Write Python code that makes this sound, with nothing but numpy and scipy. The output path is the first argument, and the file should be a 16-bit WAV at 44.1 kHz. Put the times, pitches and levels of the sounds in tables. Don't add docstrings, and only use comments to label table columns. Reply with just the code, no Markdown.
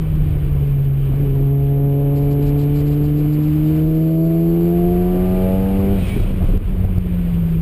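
import sys
import numpy as np
from scipy import signal
from scipy.fft import rfft, irfft, next_fast_len
from scipy.io import wavfile
from scipy.ndimage import uniform_filter1d

SR = 44100
rng = np.random.default_rng(int(sys.argv[2]) if len(sys.argv) > 2 else 0)


def master(y):
    cut = np.clip(np.atleast_2d(y).T, -1, 1)
    pcm = np.round(cut * 32767)
    wavfile.write(sys.argv[1], SR, pcm.astype(np.int16))


def to_linear_factor(level_db):
    exponent = np.asarray(level_db, float) / 20
    return 10 ** exponent


N = 335601


def curve(table, step=1):
    s, *columns = np.transpose(table)
    return [np.interp(np.arange(0, N, step) / SR, s, c) for c in columns]


def unit(x):
    return x / np.sqrt(np.mean(np.abs(x) ** 2))


def modes(hz, table, order=1):
    return sum(to_linear_factor(db) / (1 + 1j * (hz / f - f / hz) * f / width) ** order for f, width, db in table)


def shaped(x, gain_at):
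    size = next_fast_len(N)
    hz = np.arange(size // 2 + 1) * SR / size + 1e-3
    return irfft(rfft(x, size) * gain_at(hz), size)[:N]


def noise(gain_at):
    size = next_fast_len(N)
    hz = np.arange(size // 2 + 1) * SR / size + 1e-3
    return irfft(rfft(rng.standard_normal(size)) * gain_at(hz), size)[:N]


def walk(rate_hz, size=1):
    pole = np.exp(-2 * np.pi * rate_hz * 32 / SR)
    steps = rng.standard_normal(N // 32 + 2000)
    steps = signal.lfilter([1], np.poly([pole, pole]), steps)[1998:]
    return unit(np.interp(np.arange(0, N, size) / 32, np.arange(len(steps)), steps))


def coloured(table, flicker_db, flicker_hz, rings=()):
    table_hz, db = np.transpose(table)
    octave = np.log2(table_hz)
    out = 0
    for centre in np.arange(octave[0], octave[-1], .5):
        def band_gain(hz):
            share = np.cos(np.pi * np.clip(np.log2(hz) - centre, -.5, .5))
            return share * to_linear_factor(np.interp(np.log2(hz), octave, db)) * (1 + modes(hz, rings))
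        out = out + to_linear_factor(flicker_db * walk(flicker_hz)) * noise(band_gain)
    return unit(out)


def swell(s, attack, hold, release):
    t = np.arange(N) / SR - s
    return np.clip(t / attack, 0, 1) * np.exp(-np.maximum(t - attack - hold, 0) / release)


def pedal():
    down_s, up_s = 1.15, 5.93
    return swell(down_s, .1, up_s - down_s - .1, .04)


def revs():
    # (time [s], firing rate [Hz])
    speed = [(0, 158), (.45, 145), (.8, 138.5), (1.1, 137.3), (1.4, 138), (2.3, 142.3), (2.85, 145.4),
             (3.2, 148.6), (3.5, 151.7), (3.8, 156.2), (4.4, 165.8), (4.7, 172), (5.3, 183.9), (5.6, 190.6),
             (5.91, 196.5), (6.12, 190), (6.9, 183.5), (7.61, 162)]
    # (time [s], swing [Hz], width [s])
    shunts = [
        (1.14, -5, .025),
        (1.2, 7, .04),
        (1.29, -1.7, .05),
        (6.03, -13, .05),
    ]
    t = np.arange(N) / SR
    jerks_hz = sum(hz * np.exp(-((t - s) / width) ** 2) for s, hz, width in shunts)
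    return curve(speed)[0] + jerks_hz


def road(turn):
    # (frequency [Hz], width [Hz], level [dB])
    boom_modes = [(33, 9.2, 15.5), (59.4, 20, 1.5), (79, 15, -1), (120, 21, -26)]
    # (frequency [Hz], density [dB per Hz])
    roar_spectrum = [(90, -12), (130, 3.5), (200, -2.5), (300, -1.5), (420, -3), (600, -12.5), (750, -15),
                     (900, -26), (1300, -26)]
    # (frequency [Hz], density [dB per Hz])
    wind_spectrum = [(530, -36), (900, 1), (998, 2.5), (1340, 0.5), (1870, -2), (2910, -1.5), (4130, -13),
                     (5080, -17), (6000, -24.5), (7800, -68.5), (13200, -120)]
    # (frequency [Hz], width [Hz], level [dB])
    dash_rings = [(1486, 40, -13.5), (2343, 140, -5), (3007, 60, -7.5)]
    # (time [s], body shake [dB], rush of air and tyre scrub [dB])
    surface = [(0, 2, 0), (.3, 5, 0), (.62, 2, -.5), (.9, -2, -2.5), (1.2, 0, 1), (1.55, -3, -3.5),
               (1.95, -3, -2), (2.4, 0, .5), (2.9, -4, 1), (3.75, -4, 1.5), (4.1, -8, -2.5),
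               (4.4, -6, -1.5), (4.85, -1.5, 1), (5.6, 2, 5), (6.1, 4, 5), (6.62, 7.5, 2), (6.9, 4, 2),
               (7.61, 2.5, 0)]
    shake_db, rush_db = curve(surface)
    boom_db = -24.5 + shake_db
    roar_db = -35.5 + .12 * shake_db + .55 * rush_db + .7 * walk(5)
    wind_db = -49 + rush_db + .6 * walk(6)

    def boom_gain(hz):
        return modes(hz, boom_modes) * hz ** 2 / (hz ** 2 + 23.0 ** 2) / (1 + (hz / 140) ** 4)

    boom = unit(noise(boom_gain))
    boom = unit(np.tanh(.5 * boom))
    roar = to_linear_factor(roar_db + 3.5) * coloured(roar_spectrum, 3.0, 24)
    puffs = 1 + 0.098 * np.cos(turn)
    wind = to_linear_factor(wind_db + 2) * coloured(wind_spectrum, 1.0, 21, dash_rings) * puffs
    return to_linear_factor(boom_db + 2.0) * boom + roar + wind


def rattle():
    # (time [s], length [s], level [dB])
    bursts = [(.16, .004, -55), (.85, .004, -58), (2.175, .022, -53), (2.24, .03, -60), (2.32, .022, -53),
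              (2.43, .015, -54), (2.48, .025, -52), (2.61, .03, -50), (2.755, .012, -53), (2.79, .03, -51),
              (2.875, .015, -54), (2.925, .022, -54), (3.05, .018, -56), (3.19, .018, -58),
              (3.335, .018, -57), (3.44, .015, -59), (3.48, .012, -58), (3.67, .02, -60), (3.77, .015, -60)]
    buzz_s, buzz_rise_s, buzz_db = 2.1, 1.2, -61
    t = np.arange(N) / SR
    shake = to_linear_factor(buzz_db) * pedal() * np.clip((t - buzz_s) / buzz_rise_s, 0, 1)
    for s, length, db in bursts:
        near = slice(int((s - 2 * length) * SR), int((s + 2 * length) * SR))
        shake[near] += to_linear_factor(db) * np.exp(-((t[near] - s) / length) ** 4)
    ticks = (rng.random(N) < .15) * to_linear_factor(2 * rng.exponential(size=N)) * rng.standard_normal(N)
    plastic = [(3100, 500, -4), (4100, 500, 0), (4650, 400, -1), (5200, 500, -5)]  # Hz, width Hz, dB
    body = shaped(ticks, lambda hz: modes(hz, plastic) / (1 + (hz / 5600) ** 12))
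    return shake * unit(body)


def thumps():
    # (time [s], peak [dB], frequency [Hz], crack level [dB], direction [+1 or -1])
    blows = [(0.152, -12, 90, -56, 1), (0.22, -13, 80, -60, -1), (0.307, -13, 70, -60, -1),
             (0.357, -14, 90, -60, 1), (.464, -10, 80, -60, -1), (.26, -25.5, 260, -56, 1),
             (.55, -24, 376, -51, -1), (.6, -25.5, 253, -54, 1), (1.137, -17, 197, -60, 1),
             (1.198, -20, 324, -57, -1), (3.014, -16, 149, -46, 1), (3.04, -30, 606, -42, 1),
             (6.164, -7, 191, -62, -1), (6.17, -17, 327, -48, 1), (6.2, -7, 69, -42, -1),
             (6.415, -25.5, 613, -50, 1), (6.425, -19.5, 322, -39, 1), (6.441, -6.5, 91, -39, -1),
             (6.536, -15, 240, -49, 1), (6.545, -21.5, 350, -48, 1), (6.573, -17, 50, -37, 1),
             (6.85, -4.5, 88, -42.5, -1), (6.981, -5, 95, -33, 1)]
    out, t = np.zeros(N), np.arange(SR // 5) / SR
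    crackle = rng.standard_normal((len(blows), len(t)))
    for (s, db, hz, crack_db, way), hiss in zip(blows, crackle):
        t60_s = .022 - .0014 * db
        swing = np.sin(2 * np.pi * hz * (t + 14 * t ** 2)) * np.exp(-np.log(1000) * t / t60_s)
        crack = uniform_filter1d(np.diff(hiss, prepend=0), size=5) * 3
        crack = crack * np.exp(-np.abs(t - .003) / 0.0005)
        blow = np.sign(way) * to_linear_factor(db) * swing / swing.max() + to_linear_factor(crack_db) * crack
        out[int(s * SR):][:len(t)] += blow
    return out


def turbo():
    # (time [s], level [dB], hold [s], release [s])
    whine = [
        (3.0, -69, .4, .4),
        (3.95, -63, .68, .05),
        (4.72, -71, .3, .6),
    ]
    hz = 4510 + 3.3 * np.maximum(revs() - 168, 0)
    boost = pedal() * sum(to_linear_factor(db) * swell(s, .08, hold, release) for s, db, hold, release in whine)
    phase = 2 * np.pi * np.cumsum(hz + 16 * walk(30)) / SR
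    return boost * to_linear_factor(3 * walk(15)) * np.sin(phase)


def valve():
    # (time [s], level [dB], attack [s], hold [s], release [s])
    blow_off = (5.94, -41.5, .05, .17, .16)
    # (frequency [Hz], width [Hz], level [dB])
    bands = [(1990, 50, -3), (2270, 69, 0.5), (2410, 46, -1), (2520, 40, 0.5), (3040, 210, -5),
             (3300, 50, -2), (3860, 64, -7), (2800, 1100, -9)]
    # (time [s], frequency [Hz], length [s], level [dB])
    chirps = [(5.965, 3300, .012, -54), (6.015, 3000, .02, -51), (6.02, 3900, .015, -54),
              (6.04, 2520, .018, -41), (6.065, 2410, .015, -43), (6.105, 2000, .018, -51),
              (6.125, 2270, 0.022, -36.5), (6.13, 3250, .012, -42), (6.165, 2260, .015, -44),
              (6.225, 3300, .015, -53)]
    hiss = sum(to_linear_factor(3.0 * walk(12)) * noise(lambda hz: modes(hz, [band])) for band in bands)
    start, vent_db, *shape = blow_off
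    vent = slice(int(start * SR), int((start + .5) * SR))
    t = np.arange(N)[vent] / SR
    out = to_linear_factor(vent_db) * swell(start, *shape) * hiss / np.std(hiss[vent])
    for s, hz, length, db in chirps:
        out[vent] += to_linear_factor(db) * np.exp(-((t - s) / length) ** 2) * np.sin(2 * np.pi * hz * (t - s))
    return out


def engine():
    # (frequency [Hz], width [Hz], level [dB])
    cabin = [(102, 21, -21), (230, 15, -11), (311, 25, -20), (335, 74, -10), (410, 64, -12), (466, 26, -14),
             (564, 9, -10.5), (658, 33, -8), (699, 35, -8), (782, 60, -16), (846, 63, -11), (916, 61, -15),
             (977, 38, -13), (1084, 26, -16), (1200, 58, -11), (1560, 268, -9)]
    # (frequency [Hz], width [Hz], level [dB])
    shaft = [(74, 9, -31)]
    # (multiple of the firing rate [1], level [dB])
    orders_db = [(.5, 1), (1.5, -6), (2, 6), (2.5, -1), (3, 3.5), (3.5, -1), (4, -1), (4.5, 0), (5, -2),
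                 (5.5, 2), (6, -2), (6.5, 5), (7, -3), (7.5, 1), (8, -1), (8.5, 0)]
    boost_shift_db = {.5: -3, 1.5: -2, 3: -1.5, 4: 5, 5: -5, 5.5: -4, 6: -2}
    # (time [s], firing tone [dB], load on the overtones [dB])
    effort = [(0, -20, -23), (.45, -21, -21), (.72, -15, -17.5), (1.1, -16.5, -17), (1.19, -19, -10),
              (1.3, -16.5, -4), (1.45, -14.5, -5.5), (2.3, -16, -.5), (3.3, -16.5, -2.5), (4.4, -15.5, -2),
              (5.3, -17.5, 3.5), (5.94, -17.5, 5), (6.03, -22.5, -15), (6.2, -27, -17), (6.42, -22, -19),
              (6.63, -30, -21), (6.78, -23.5, -24), (7.4, -17, -31)]
    # (time [s], roughness [0-1], hold [s], release [s])
    unsettled = [
        (0, .14, .1, .25),
        (1.08, .17, .08, .1),
        (5.94, .33, .65, .3),
    ]
    pulse_fall_db_per_khz, steady_rough = -37, .03
    boost_s, boost_rise_s = 3.55, .25

    hz, (tone_db, load_db) = revs(), curve(effort)
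    rough = steady_rough + sum(size * swell(s, .08, hold, release) for s, size, hold, release in unsettled)
    mismatch_db = np.clip(.8 * (hz - 166), -15, 1.5)
    mismatch_db += 10 * swell(6.72, .07, .25, .25)
    turn = 2 * np.pi * np.cumsum(hz) / SR + 1.6 * rough * walk(25)
    out = to_linear_factor(tone_db) * (1 + 1.3 * rough * walk(30)) * np.cos(turn + np.pi / 8)
    out += np.abs(modes(hz / 2, shaft)) * to_linear_factor(3 * walk(6)) * np.cos(turn / 2 + .5 * walk(6))
    boost = pedal() * np.clip((np.arange(N) / SR - boost_s) / boost_rise_s, 0, 1)
    coarse = np.arange(0, N, 64)
    for order, shape_db in orders_db:
        line_hz = order * hz[coarse]
        through = modes(line_hz, cabin, order=2) * to_linear_factor(pulse_fall_db_per_khz * line_hz / 1000)
        drive_db = shape_db + load_db * (order > 1) + mismatch_db * (order % 1 > 0)
        drive_db = drive_db + boost * boost_shift_db.get(order, 0)
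        wobble = 1 + (.05 + rough[coarse]) * (walk(15, size=64) + 1j * walk(15, size=64))
        line = np.interp(np.arange(N), coarse, to_linear_factor(drive_db[coarse]) * through * wobble)
        out += np.real(line * np.exp(1j * order * turn))
    return np.sqrt(2) * out, turn


def scene():
    motor, turn = engine()
    return (road(turn) + rattle() + thumps() + turbo() + valve() + motor)[None]


def top_cut(x):
    return signal.sosfilt(signal.butter(12, 15680, fs=SR, output="sos"), x)


def record(dry):
    # (time [s], gain drop [dB])
    ducks = [
        (6.205, -1.5),
        (6.321, -1.5),
        (6.578, -7),
        (6.855, -3),
        (6.986, -3.5),
    ]
    recover_s, squeeze = .1, .25
    t = np.arange(N) / SR
    duck_db = sum(db * (t > s) * np.exp(-np.abs(t - s) / recover_s) for s, db in ducks)
    x = np.tanh(squeeze * dry * to_linear_factor(uniform_filter1d(duck_db, size=100))) / squeeze
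    slow = signal.resample_poly(x, 40, 147, axis=1, padtype="reflect")
    held = np.repeat(slow, 4, axis=1)
    held = signal.resample_poly(held, 147, 160, axis=1, padtype="reflect")[:, :N]
    held = signal.sosfilt(signal.ellip(8, .2, 60, 15300, fs=SR, output="sos"), held)
    return top_cut(np.pad(held, ((0, 0), (0, N - held.shape[1])), mode="edge"))


dry = scene()
out = record(dry)
master(out)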